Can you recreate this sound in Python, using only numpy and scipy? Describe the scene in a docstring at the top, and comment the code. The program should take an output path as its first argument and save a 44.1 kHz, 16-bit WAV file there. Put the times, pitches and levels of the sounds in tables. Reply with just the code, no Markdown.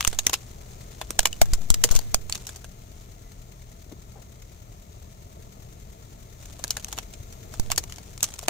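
"""A hollow plastic toy bus cracks on asphalt as a car rolls over it, front wheel first, rear wheel seconds later.
Each crack is a noisy fracture force filtered by the resonances of shell, panel and broken edge.
Grit, as decaying grains of noise, crackles under the tread; a four-cylinder engine idles above, as puffs,
low lines and metallic ticks; two dull knocks and a faint squeak come between the wheels.
Two microphones close to the road are jolted with low thumps, and the loudest peaks are flattened."""
import sys
import numpy as np
from scipy import signal
from scipy.fft import rfft, irfft
from scipy.io import wavfile
from scipy.ndimage import uniform_filter1d

SR = 44100
rng = np.random.default_rng(int(sys.argv[2]) if len(sys.argv) > 2 else 0)


def file_out(sig):
    """Save sig as 16-bit WAV at sys.argv[1]."""
    # one column per channel
    cols = np.atleast_2d(sig).T
    # limit, then scale
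    lim = np.clip(cols, -1, 1)
    pcm = np.round(lim * 32767).astype(np.int16)
    wavfile.write(sys.argv[1], SR, pcm)


N = 374620
TIME = np.arange(N) / SR  # t/s

# Dull knocks under the car: [t/s, level before panning/dB, f/Hz, decay of the push/s]
KNOCKS = [(3.914, -51, 295, 0.0075), (4.155, -58.5, 616, .018)]

# Effort of the engine, rising as each wheel climbs the toy:
# [t/s, relative rumble level/dB, relative clatter level/dB]
ENGINE_EFFORT = [(0, -48.3, -53.5), (.45, -46.5, -56), (1.9, -45, -52.5), (2.8, -49.5, -57.5),
                 (4.3, -49.5, -59.5), (6.3, -48.5, -57.5), (6.85, -47.5, -55.5), (7.7, -45, -54.5),
                 (8.1, -48, -55.5), (8.49, -49.5, -55.5)]
# Spectrum of the exhaust rumble: [f/Hz, relative density level/dB]
RUMBLE_SPECTRUM = [(12, -27), (20, -3), (43, -0.5), (111, -3), (138, -8.5), (198, -10.5), (225, -15),
                   (301, -19), (447, -16), (517, -22), (653, -15.5), (769, -22), (1120, -25.5),
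                   (1370, -30.5), (1500, -70), (1950, -60), (3300, -120)]
# Spectrum of the mechanical clatter: [f/Hz, relative density level/dB]
CLATTER_SPECTRUM = [(710, -11), (1200, -11), (1390, -13.5), (1500, -5), (1800, -13.5), (2050, -1),
                    (2740, -4.5), (3810, -4.5), (4830, -5.5), (6650, 2), (7480, -4), (9570, -10.5),
                    (11100, -9), (14200, -4), (15500, -5)]
# The four cylinders in firing order: [relative puff level/dB, relative tick level/dB]
CYLINDERS = [(-1, 4), (-2.5, -8), (-1.5, -14.5), (-1.5, -2)]
# How hard the valve gear ticks: [t/s, relative level/dB]
TICKING = [(0, -3), (3.3, -2), (4.5, 2), (4.8, -4.5), (6.1, -1), (8.49, -3.5)]
# Resonances of the engine casing: [f/Hz, relative level/dB, t60/s]
CASING_MODES = [(1270, -23, 0.026), (1372, -20, 0.045), (1768, -19.5, 0.018), (2100, -52, 0.0072),
                (3830, -23.5, 0.0038)]
# Exhaust lines at 1, 2 and 3 times the firing rate: [rms level before panning/dB]
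EXHAUST_LINES = [-57.5, -60, -58.5]
# Gain of the engine at the right microphone: [f/Hz, gain/dB]
RIGHT_SHADE = [(200, 1.5), (1000, -1), (6000, -5), (7400, 2), (9000, -4.5), (11000, -5.5), (14500, -18)]
FIRING_HZ, FIRST_TICK_S = 39.88, 2.811
RIGHT_LAG = 21  # samples

# Spells in which the tread bites on the toy and its splinters: [start t/s, end t/s, grit level/dB]
BITES = [(0, .1, -47), (.18, 0.354, -52), (.4, 0.86, -58), (.92, 1.8, -55.5), (1.879, 1.969, -44),
         (2.319, 2.547, -52.5), (2.996, 3.017, -56), (6.409, 6.602, -55), (6.659, 6.968, -52),
         (7.52, 8.1, -55), (8.24, 8.49, -50)]
BITE_ATTACK_S, BITE_RELEASE_S, ROLLING_DB = .03, .06, -66.5
# Spectrum of grit and splinters: [f/Hz, relative density level/dB]
GRIT_SPECTRUM = [(300, -7), (700, 2), (1800, -6), (3500, -0.5), (5000, -2.5), (6700, 1), (9500, -5.5),
                 (15000, -36)]

# Jolts of the microphones: [t/s, left step/full scale, right step/full scale, rise/s],
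# the steps before rise and recovery shape them
JOLTS = [(0.0767, -0.0058, -0.25, 0.00055), (1.1914, 0.043, 0.21, 0.0026), (1.417, 0.59, -0.49, 0.00071),
         (1.5303, 0.54, 0.34, 0.0042), (1.705, -0.63, 0.33, 0.00062), (1.842, -0.014, -0.11, 0.0018),
         (1.909, 0.67, -0.14, 0.0026), (1.955, -0.56, 0.35, 0.0021), (2.1469, -0.014, -0.2, 0.0006),
         (7.597, 0.024, -0.28, 0.00028)]

# Cracks of the shell: [t/s, relative level/dB, length of the tear/s, rattle re tear/dB, body re snap/dB,
# middle re snap/dB, panel f/Hz, relative left minus right level/dB]
CRACKS = [(.0076, -27, 0.0016, -10.5, -6.5, 2, 1240, 2), (0.027, -42.5, 0.00084, -9, -13, 13, 1110, 2),
          (0.049, -26, 0.00079, -15, -8, 3, 1200, 3), (.0705, -35.5, 0.0012, -6, -12, 1, 1340, 3),
          (.075, -19.5, 0.0026, -10, -17, -10.5, 1730, 0), (0.1288, -40.5, 0.0027, -1, 2, 4.5, 680, 1),
          (0.1888, -20.5, 0.00081, -9.5, -16.5, -9.5, 1750, 1.5),
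          (.192, -30.5, 0.002, -15, -13.5, 0.5, 730, 5.5), (0.2673, -15.5, 0.002, -14, -14, -6, 1200, 0),
          (.2955, -30.5, .0027, -7, -4, -3, 750, 2), (0.3317, -25.5, 0.006, -9, -4.5, -4, 1030, 1.5),
          (0.339, -24, .0034, -5, -13, 1, 785, 2.5), (1.014, -40, 0.0013, 0.5, 7, 7.5, 716, 4),
          (1.106, -30.5, 0.0013, -14, -4.5, -9.5, 1320, 0.5),
          (1.1916, -14.5, .0028, -32, -7, -4, 720, -2.5), (1.204, -36, 0.0009, -7, -11, 0, 610, 9),
          (1.2302, -39.5, .0018, -5, -4, -4, 610, 2), (1.2557, -18.5, 0.0018, -7.5, -6.5, 1, 1030, 1),
          (1.271, -31.5, 0.0028, -13, -12, -11, 620, 2), (1.3289, -37.5, 0.0019, -18, -29, 3.5, 750, 4.5),
          (1.4157, -20, 0.0031, -5.5, 2, -3, 694, 1.5), (1.534, -25.5, .0026, 7, -14.5, -9, 586, 2.5),
          (1.6158, -50.5, .0016, 8, 0, -2, 650, 1), (1.7035, -19.5, 0.001, -11, -16, -10.5, 1420, 0),
          (1.742, -24.5, .0035, -14, -15, -5, 1820, 1.5), (1.8391, -12, 0.0017, -9, -19.5, -5, 875, 3.5),
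          (1.8453, -26.5, 0.0015, -4, -0.5, -17, 440, 3), (1.89, -43, .0014, -10, -7, 7, 1380, 1),
          (1.9112, -27, 0.005, 1, -14, -9.5, 620, 5.5), (1.9202, -34.5, .0044, 12, 0.5, -12, 585, 2),
          (1.9498, -30, .006, 11, -7, -11, 553, -3), (1.9615, -25.5, 0.0036, -1, -20, -6, 666, 8),
          (1.9897, -32.5, 0.0034, -24, -4.5, -7, 797, 4), (2.1446, -16.5, .0014, -15, -7.5, -8.5, 620, 4),
          (2.2966, -34.5, .003, -8, -8, -5, 880, -1), (2.3249, -27.5, 0.00087, -10.5, -32, 0.5, 1280, 1),
          (2.3485, -37.5, .0027, -4, -10, -8, 780, 3), (2.354, -34, 0.001, -5, -19, -1, 1090, 0),
          (2.468, -35.5, 0.0032, 6, -16, -8, 710, 3), (2.4909, -39.5, 0.0041, -3, -8, -4.5, 1630, 0),
          (2.5599, -42, .003, 3, -13, -11, 660, 5), (2.6434, -45.5, 0.0023, 3, -2.5, 0.5, 626, 0.5),
          (6.591, -48.5, .0025, 9, 2.5, -3, 511, 6), (6.64, -29.5, 0.00096, -18, -15, -6, 615, 0),
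          (6.643, -37, 0.0052, -11, 0.5, -6, 1690, 1), (6.6794, -39, .001, -19, -15, -12, 670, 1),
          (6.707, -21.5, 0.00056, -13.5, -21, -11.5, 1320, 3), (6.7685, -32.5, .003, -4, -7, 0, 626, 2),
          (6.846, -32.5, 0.00096, -25, -28, -7.5, 612, 2), (6.8835, -42.5, .0027, 2, -6, -6, 830, 2),
          (6.9274, -34.5, .0011, -6, -5.5, -3, 855, 1.5), (6.977, -41, 0.0027, 7, 4, 2, 1360, 1),
          (6.987, -34, 0.00062, -10, -3, 3, 780, -0.5), (7.1374, -46, 0.0016, -2, -14, 0, 640, -1),
          (7.3251, -47, .003, -9, -20, -7, 820, -1), (7.5392, -43.5, 0.0027, 0, 1.5, -4.5, 710, 1),
          (7.5975, -31.5, 0.0013, -13, -11, -11, 690, -3), (7.7023, -42.5, 0.0012, -14, 6, 9, 710, 0),
          (7.7108, -36.5, .0016, -1, -11, 0, 740, -4), (7.7175, -23, 0.00028, -10.5, -9.5, -4.5, 1040, 1.5),
          (7.761, -36.5, 0.0015, -8, -28, -9, 947, 3), (7.7782, -20, 0.0038, -4.5, -12, -7, 830, 3),
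          (7.8382, -40, 0.0018, -9, -4.5, -5.5, 440, 3), (7.923, -41.5, 0.0021, -9, -14, 0, 1390, 2),
          (7.9604, -45.5, .0006, -4, -21, -9, 720, 3), (8.1775, -43.5, 0.0015, -10, -14, -5, 550, 2),
          (8.2065, -43, 0.0012, -7, -17, 0.5, 550, 4), (8.2292, -17.5, 0.0014, -3.5, -17, -18.5, 1200, 3.5),
          (8.234, -38, .0035, 9, -9, 2.5, 1230, 2), (8.2409, -24.5, 0.0024, -4, -22, -8, 672, -1),
          (8.339, -39.5, .0017, -4, -12, -8, 657, 6), (8.3902, -36.5, 0.0025, -14, -10.5, -9, 1165, 5),
          (8.4287, -44.5, .0024, -6, 5, -12, 624, 0), (8.483, -26, 0.002, -8, 5.5, 3.5, 616, -1)]
# Radiation of the hollow shell: [f/Hz, relative level/dB]
SHELL_RADIATION = [(120, -17.5), (290, -4), (450, -1), (530, -6.5), (640, -1.5), (1050, 0), (1900, -4.5),
                   (3100, -1), (4900, 0), (6800, 5), (8300, -3), (9800, -4.5), (14000, -12), (16000, -13)]
# Resonances of the whole shell: [f/Hz, half width/Hz, peak/dB]
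SHELL_MODES = [(483, 17, 3.5), (605, 48, 1.5), (1010, 56, 0.5), (1600, 52, 1), (2950, 12, 1.5),
               (6160, 95, -1.5), (12500, 170, 2), (14330, 190, 8.5)]
# The toy at the two microphones: [f/Hz, left minus right level/dB, power share common to both/0-1]
MICROPHONES = [(405, -1, 0.81), (1000, 1, 0.55), (3360, 0.5, 0.34), (5730, 2.5, 0), (7900, -2.5, 0.27),
               (9500, -2.5, 0.06), (14000, 6, 0.14)]
# Edges of the body, middle, snap and top ranges of a crack: [f/Hz]
RANGE_EDGES = [300, 1500, 4500, 9000, 15500]
# Broken edges ring near one pitch; where the middle outweighs the snap the edge is long and rings lower
EDGE_HZ, LONG_EDGE_HZ, EDGE_SPREAD_OCTAVES = 6800, 2870, 0.13
PANEL_OVERTONE = 2.25  # second mode of a panel, as a multiple of its first
# The top range re the snap, in dB, and its rise in dB per dB of body
TOP_RANGE_DB, TOP_PER_BODY = -4, 0.18
# Faint snaps start above the yield level; the rate holds for a bite of twice that amplitude
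SNAPS_PER_S, YIELD_DB, SNAP_DB, SNAP_SPREAD_DB = 14, -57, -48, 1

TOP_HZ = 15500  # upper limit of the passband


def undb(db):
    """Amplitude gain is an exponential function of level in decibels."""
    return 10 ** (np.asarray(db) / 20)


def unit(x):
    """Normalization divides a signal by its root mean square."""
    return x / np.sqrt(np.mean(x ** 2) + 1e-20)


def curve(table, axis=1):
    """Linear interpolation joins one column of a table over time."""
    rows = np.array(table)
    return np.interp(TIME, rows[:, 0], rows[:, axis])


def spectrum(table, f, axis=1):
    """Linear interpolation over log frequency joins one column of a table."""
    rows = np.array(table)
    return np.interp(np.log(np.maximum(f, 1)), np.log(rows[:, 0]), rows[:, axis])


def pan(db):
    """A level difference is split evenly between left and right gains."""
    return undb(np.array([[db], [-db]]) / 2)


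def equalize(x, points):
    """Zero-phase filtering scales each Fourier component by its tabulated gain."""
    f = np.arange(N // 2 + 1) * SR / N
    return irfft(rfft(x) * undb(spectrum(points, f)), N)


def colour(x, points):
    """Spectral weighting gives a signal its tabulated colour, at rms 1."""
    return unit(equalize(x, points))


def band(x, lo_hz, hi_hz, order=2):
    """A causal Butterworth filter passes one band of frequencies."""
    sos = signal.butter(order, [lo_hz, min(hi_hz, .48 * SR)], "bandpass", fs=SR, output="sos")
    return signal.sosfilt(sos, x)


def ring(x, hz, t60):
    """A driven damped mode is a two-pole resonator whose ringing falls 60 dB in t60."""
    r = np.exp(-np.log(1000) / (t60 * SR))
    return signal.lfilter([1, 0, -1], [1, -2 * r * np.cos(2 * np.pi * hz / SR), r * r], x)


def microphone_pair(noises, shared):
    """Partial coherence: each side sums one common noise and one of its own, by power share."""
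    shared = np.clip(shared, 0, 1)
    return np.sqrt(shared) * noises[0] + np.sqrt(1 - shared) * noises[1:]


def causal(db):
    """Minimum phase: folding the cepstrum makes a response that rings only after the blow."""
    cepstrum = irfft(np.log(undb(db)))
    half = len(cepstrum) // 2
    cepstrum[1:half] *= 2
    cepstrum[half + 1:] = 0
    return np.exp(rfft(cepstrum))


def add(out, s, sound):
    """Superposition: a sound sums into the mix from time s on."""
    start = int(round(s * SR))
    a, b = max(start, 0), min(start + sound.shape[-1], N)
    if b > a:
        out[:, a:b] += sound[:, a - start:b - start]


def squeak(s=3.27, hz=2000, db=-64.5, length_s=.03):
    """Frequency modulation: a faint tone wavers under a Gaussian envelope while the car rolls on."""
    waver = unit(uniform_filter1d(rng.standard_normal(N), size=200))
    pitch = hz * (1 + 0.0097 * waver)
    envelope = np.exp(-((TIME - s) / length_s) ** 2)
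    return undb(db) * envelope * np.sin(2 * np.pi * np.cumsum(pitch) / SR)


def knocks(size=6000):
    """Heavy damping: soft noisy pushes on the underbody excite a broad band instead of a clear pitch."""
    out, t = np.zeros((2, N)), np.arange(size) / SR
    for s, db, hz, push_s in KNOCKS:
        push = rng.standard_normal(size) * np.sqrt(t) * np.exp(-t / push_s)
        knock = unit(band(push, hz / 1.67, hz * 1.42))
        add(out, s, undb(db) * pan(7.2) * knock)
    return out


def exhaust(firings, phase, puff_db):
    """Periodic excitation: firings modulate broadband rumble and sustain harmonics of the firing rate."""
    puffs = 1.07 + undb(puff_db) * np.exp(-phase / 0.38)
    noise = microphone_pair(rng.standard_normal((3, N)), 0.94)
    rumble = colour(puffs * noise, RUMBLE_SPECTRUM) * undb(curve(ENGINE_EFFORT) + 3.0)
    lines = np.zeros(N)
    for k, db in enumerate(EXHAUST_LINES, 1):
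        lines += undb(db) * np.sqrt(2) * np.sin(2 * np.pi * (k * firings + rng.random()))
    return (rumble + lines) * pan(4.3)


def valve_gear(phase, tick_db):
    """Impact excitation: clusters of small metal contacts tick and ring the engine casing."""
    swell = np.sin(np.pi * phase ** .6) ** 2
    ticks = undb(tick_db + curve(TICKING)) * swell
    contacts = undb(1.3 * unit(uniform_filter1d(rng.standard_normal(N), size=130)))
    noise = microphone_pair(rng.standard_normal((3, N)), 0.27)
    rattle = np.sqrt(1 + 2 * ticks ** 2) * contacts * noise
    casing = sum(undb(db) * unit(ring(rattle, hz, t60)) for hz, db, t60 in CASING_MODES)
    clatter = colour(rattle, CLATTER_SPECTRUM) + casing
    return clatter * undb(curve(ENGINE_EFFORT, axis=2) + 4.5) * pan(2.02)


def engine():
    """Cyclic variation: each firing puffs the exhaust and ticks the valve gear, one cylinder loudest."""
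    firings = (TIME - FIRST_TICK_S) * FIRING_HZ
    number, phase = np.floor(firings).astype(int), firings % 1
    puff_db, tick_db = np.array(CYLINDERS)[number % len(CYLINDERS)].T
    # one random draw per firing; negative numbers count from the end
    scatter = rng.standard_normal((number.max() + 8, 2))[number].T
    puffing = exhaust(firings, phase, puff_db + 3.0 * scatter[0])
    ticking = valve_gear(phase, tick_db + 1.1 * scatter[1])
    left, right = puffing + ticking
    # the right microphone hears the engine later, and mostly duller
    return np.array([left, np.roll(equalize(right, RIGHT_SHADE), RIGHT_LAG)])


def bite():
    """Contact load: each spell of grinding sets in, holds and dies away, over a floor of plain rolling."""
    spells = []
    for start, end, db in BITES:
        before = np.maximum(start - TIME, 0) / BITE_ATTACK_S
        after = np.maximum(TIME - end, 0) / BITE_RELEASE_S
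        spells.append(undb(db) * np.exp(-before - after))
    return np.maximum(np.max(spells, axis=0), undb(ROLLING_DB))


def grit(per_s=170, spread_db=1.5, decay_s=.002):
    """Shot noise: stones and splinters tick at random under the tread, some up to 4.5 dB louder."""
    loudness = undb(spread_db * np.minimum(rng.exponential(size=N), 3))
    grains = (rng.random(N) < per_s / SR) * loudness
    power = signal.lfilter([1], [1, -np.exp(-2 / (decay_s * SR))], grains ** 2)
    noise = microphone_pair(rng.standard_normal((3, N)), 0.43)
    return colour(np.sqrt(power) * noise, GRIT_SPECTRUM) * bite()


def jolts(recover_s=0.042, size=16384):
    """Damped recoil: a microphone is kicked off its rest point, swings back once and settles."""
    out, t = np.zeros((2, N)), np.arange(size) / SR
    for s, left, right, rise_s in JOLTS:
        swing = (1 - np.exp(-t / rise_s)) * (1 - t / recover_s) * np.exp(-t / recover_s)
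        add(out, s, np.array([[left], [right]]) * swing)
    return out


def snaps(tear_s=0.0022, rattle_db=-4, body_db=-9, middle_db=-6, panel_hz=720, count=80):
    """Strain release: a faint crack comes each time enough strain has built up under a hard bite."""
    excess = np.maximum(bite() / undb(YIELD_DB) - 1, 0)
    strain = np.cumsum(np.minimum(excess, 2)) * SNAPS_PER_S / SR
    gives = np.arange(count) + rng.random(count)
    chance = rng.standard_normal((count, 4))
    faint = []
    for at, (loud, dull, pitch, side) in zip(gives, chance):
        if at < strain[-1]:
            faint.append((np.interp(at, strain, TIME), SNAP_DB + SNAP_SPREAD_DB * loud, tear_s, rattle_db,
                          body_db + 4 * dull, middle_db + 3 * dull, panel_hz * 2 ** (.4 * pitch),
                          1 + 2.5 * side))
    return faint


def fracture(clock, tear_s, rattle_db):
    """Brittle fracture: the wall creaks, tears in tiny breaks, the shell rattles, the underbody echoes."""
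    t = np.maximum(clock, 0)
    chance = rng.standard_normal((2, len(t)))
    creak = unit(np.exp(-np.abs(clock) / 0.001))
    tear = unit((1 - np.exp(-t / 0.00022)) / (1 + (t / max(tear_s, .0003)) ** 6))
    flutter = undb(2.1 * unit(uniform_filter1d(chance[0], size=50)))
    rattle = unit((1 - np.exp(-t / 0.00086)) * np.exp(-t / 0.0078) * flutter)
    echo = unit((1 - np.exp(-t / 0.0064)) * np.exp(-t / 0.048))
    power = tear ** 2 + (undb(-9.5) * creak) ** 2 + (undb(rattle_db) * rattle) ** 2 + (undb(-40) * echo) ** 2
    return np.sqrt(power) * undb(1.9 * chance[1])


def crack(force, body_db, middle_db, top_db, panel_hz, edge_hz, count=9):
    """Forced vibration: fracture drives the shell; yielding panel, broken edge and loose flaps ring above it."""
    size = len(force)
    f = np.arange(size // 2 + 1) * SR / size
    noises = rfft(force * rng.standard_normal((3, size)))
    drive = microphone_pair(noises, spectrum(MICROPHONES, f, axis=2))
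    drive = drive * undb(np.outer([.5, -.5], spectrum(MICROPHONES, f)))
    # modes as (f/Hz, half width/Hz, peak/dB)
    flaps = [(hz, 80, 5) for hz in rng.uniform(1500, 9000, count)]
    panel = [(panel_hz, 140, 7.5), (PANEL_OVERTONE * panel_hz, 180, 3.5)]
    modes = [*panel, (edge_hz, 220, 4.5), *flaps, *SHELL_MODES]
    shell_db = spectrum(SHELL_RADIATION, f)
    shell_db = shell_db + sum(db / (1 + ((f - hz) / width) ** 2) for hz, width, db in modes)
    # every crack shares its energy between the four ranges in its own way
    power = np.mean(np.abs(drive) ** 2, axis=0) * undb(shell_db) ** 2 * 2 / size
    power = power / (SR / 100)  # levels refer to the rms over a hundredth of a second
    shares = []
    for lo, hi, db in zip(RANGE_EDGES, RANGE_EDGES[1:], (body_db, middle_db, 0, top_db)):
        present_db = 10 * np.log10(power[(f > lo) & (f < hi)].sum())
        shares.append((np.sqrt(lo * hi), db - present_db))
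    return irfft(drive * causal(shell_db + spectrum(shares, f)))


def toy(size=4096, lead_s=.006):
    """Superposition: loud cracks and the faint snaps between them sum, each with its creak ahead of it."""
    out = np.zeros((2, N))
    clock = np.arange(size) / SR - lead_s
    for s, db, tear_s, rattle_db, body_db, middle_db, panel_hz, pan_db in CRACKS + snaps():
        centre_hz = LONG_EDGE_HZ if middle_db > 0 else EDGE_HZ
        edge_hz = centre_hz * 2 ** (EDGE_SPREAD_OCTAVES * rng.standard_normal())
        top_db = TOP_RANGE_DB + TOP_PER_BODY * body_db
        force = fracture(clock, tear_s, rattle_db)
        sound = crack(force, body_db, middle_db, top_db, panel_hz, edge_hz)
        add(out, s - lead_s, undb(db + 0.43) * pan(pan_db - .9) * sound)
    return out


def scene():
    """Superposition: the breaking toy sounds in front of the idling car."""
    return squeak() + knocks() + engine() + grit() + jolts() + toy()


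def record(dry):
    """Saturation flattens the loudest peaks; an elliptic low-pass then cuts the top."""
    ceiling = .74  # full scale
    flattened = dry / (1 + (dry / ceiling) ** 6) ** (1 / 6)
    return signal.sosfilt(signal.ellip(8, .2, 70, TOP_HZ, fs=SR, output="sos"), flattened)


dry = scene()
out = record(dry)
file_out(out)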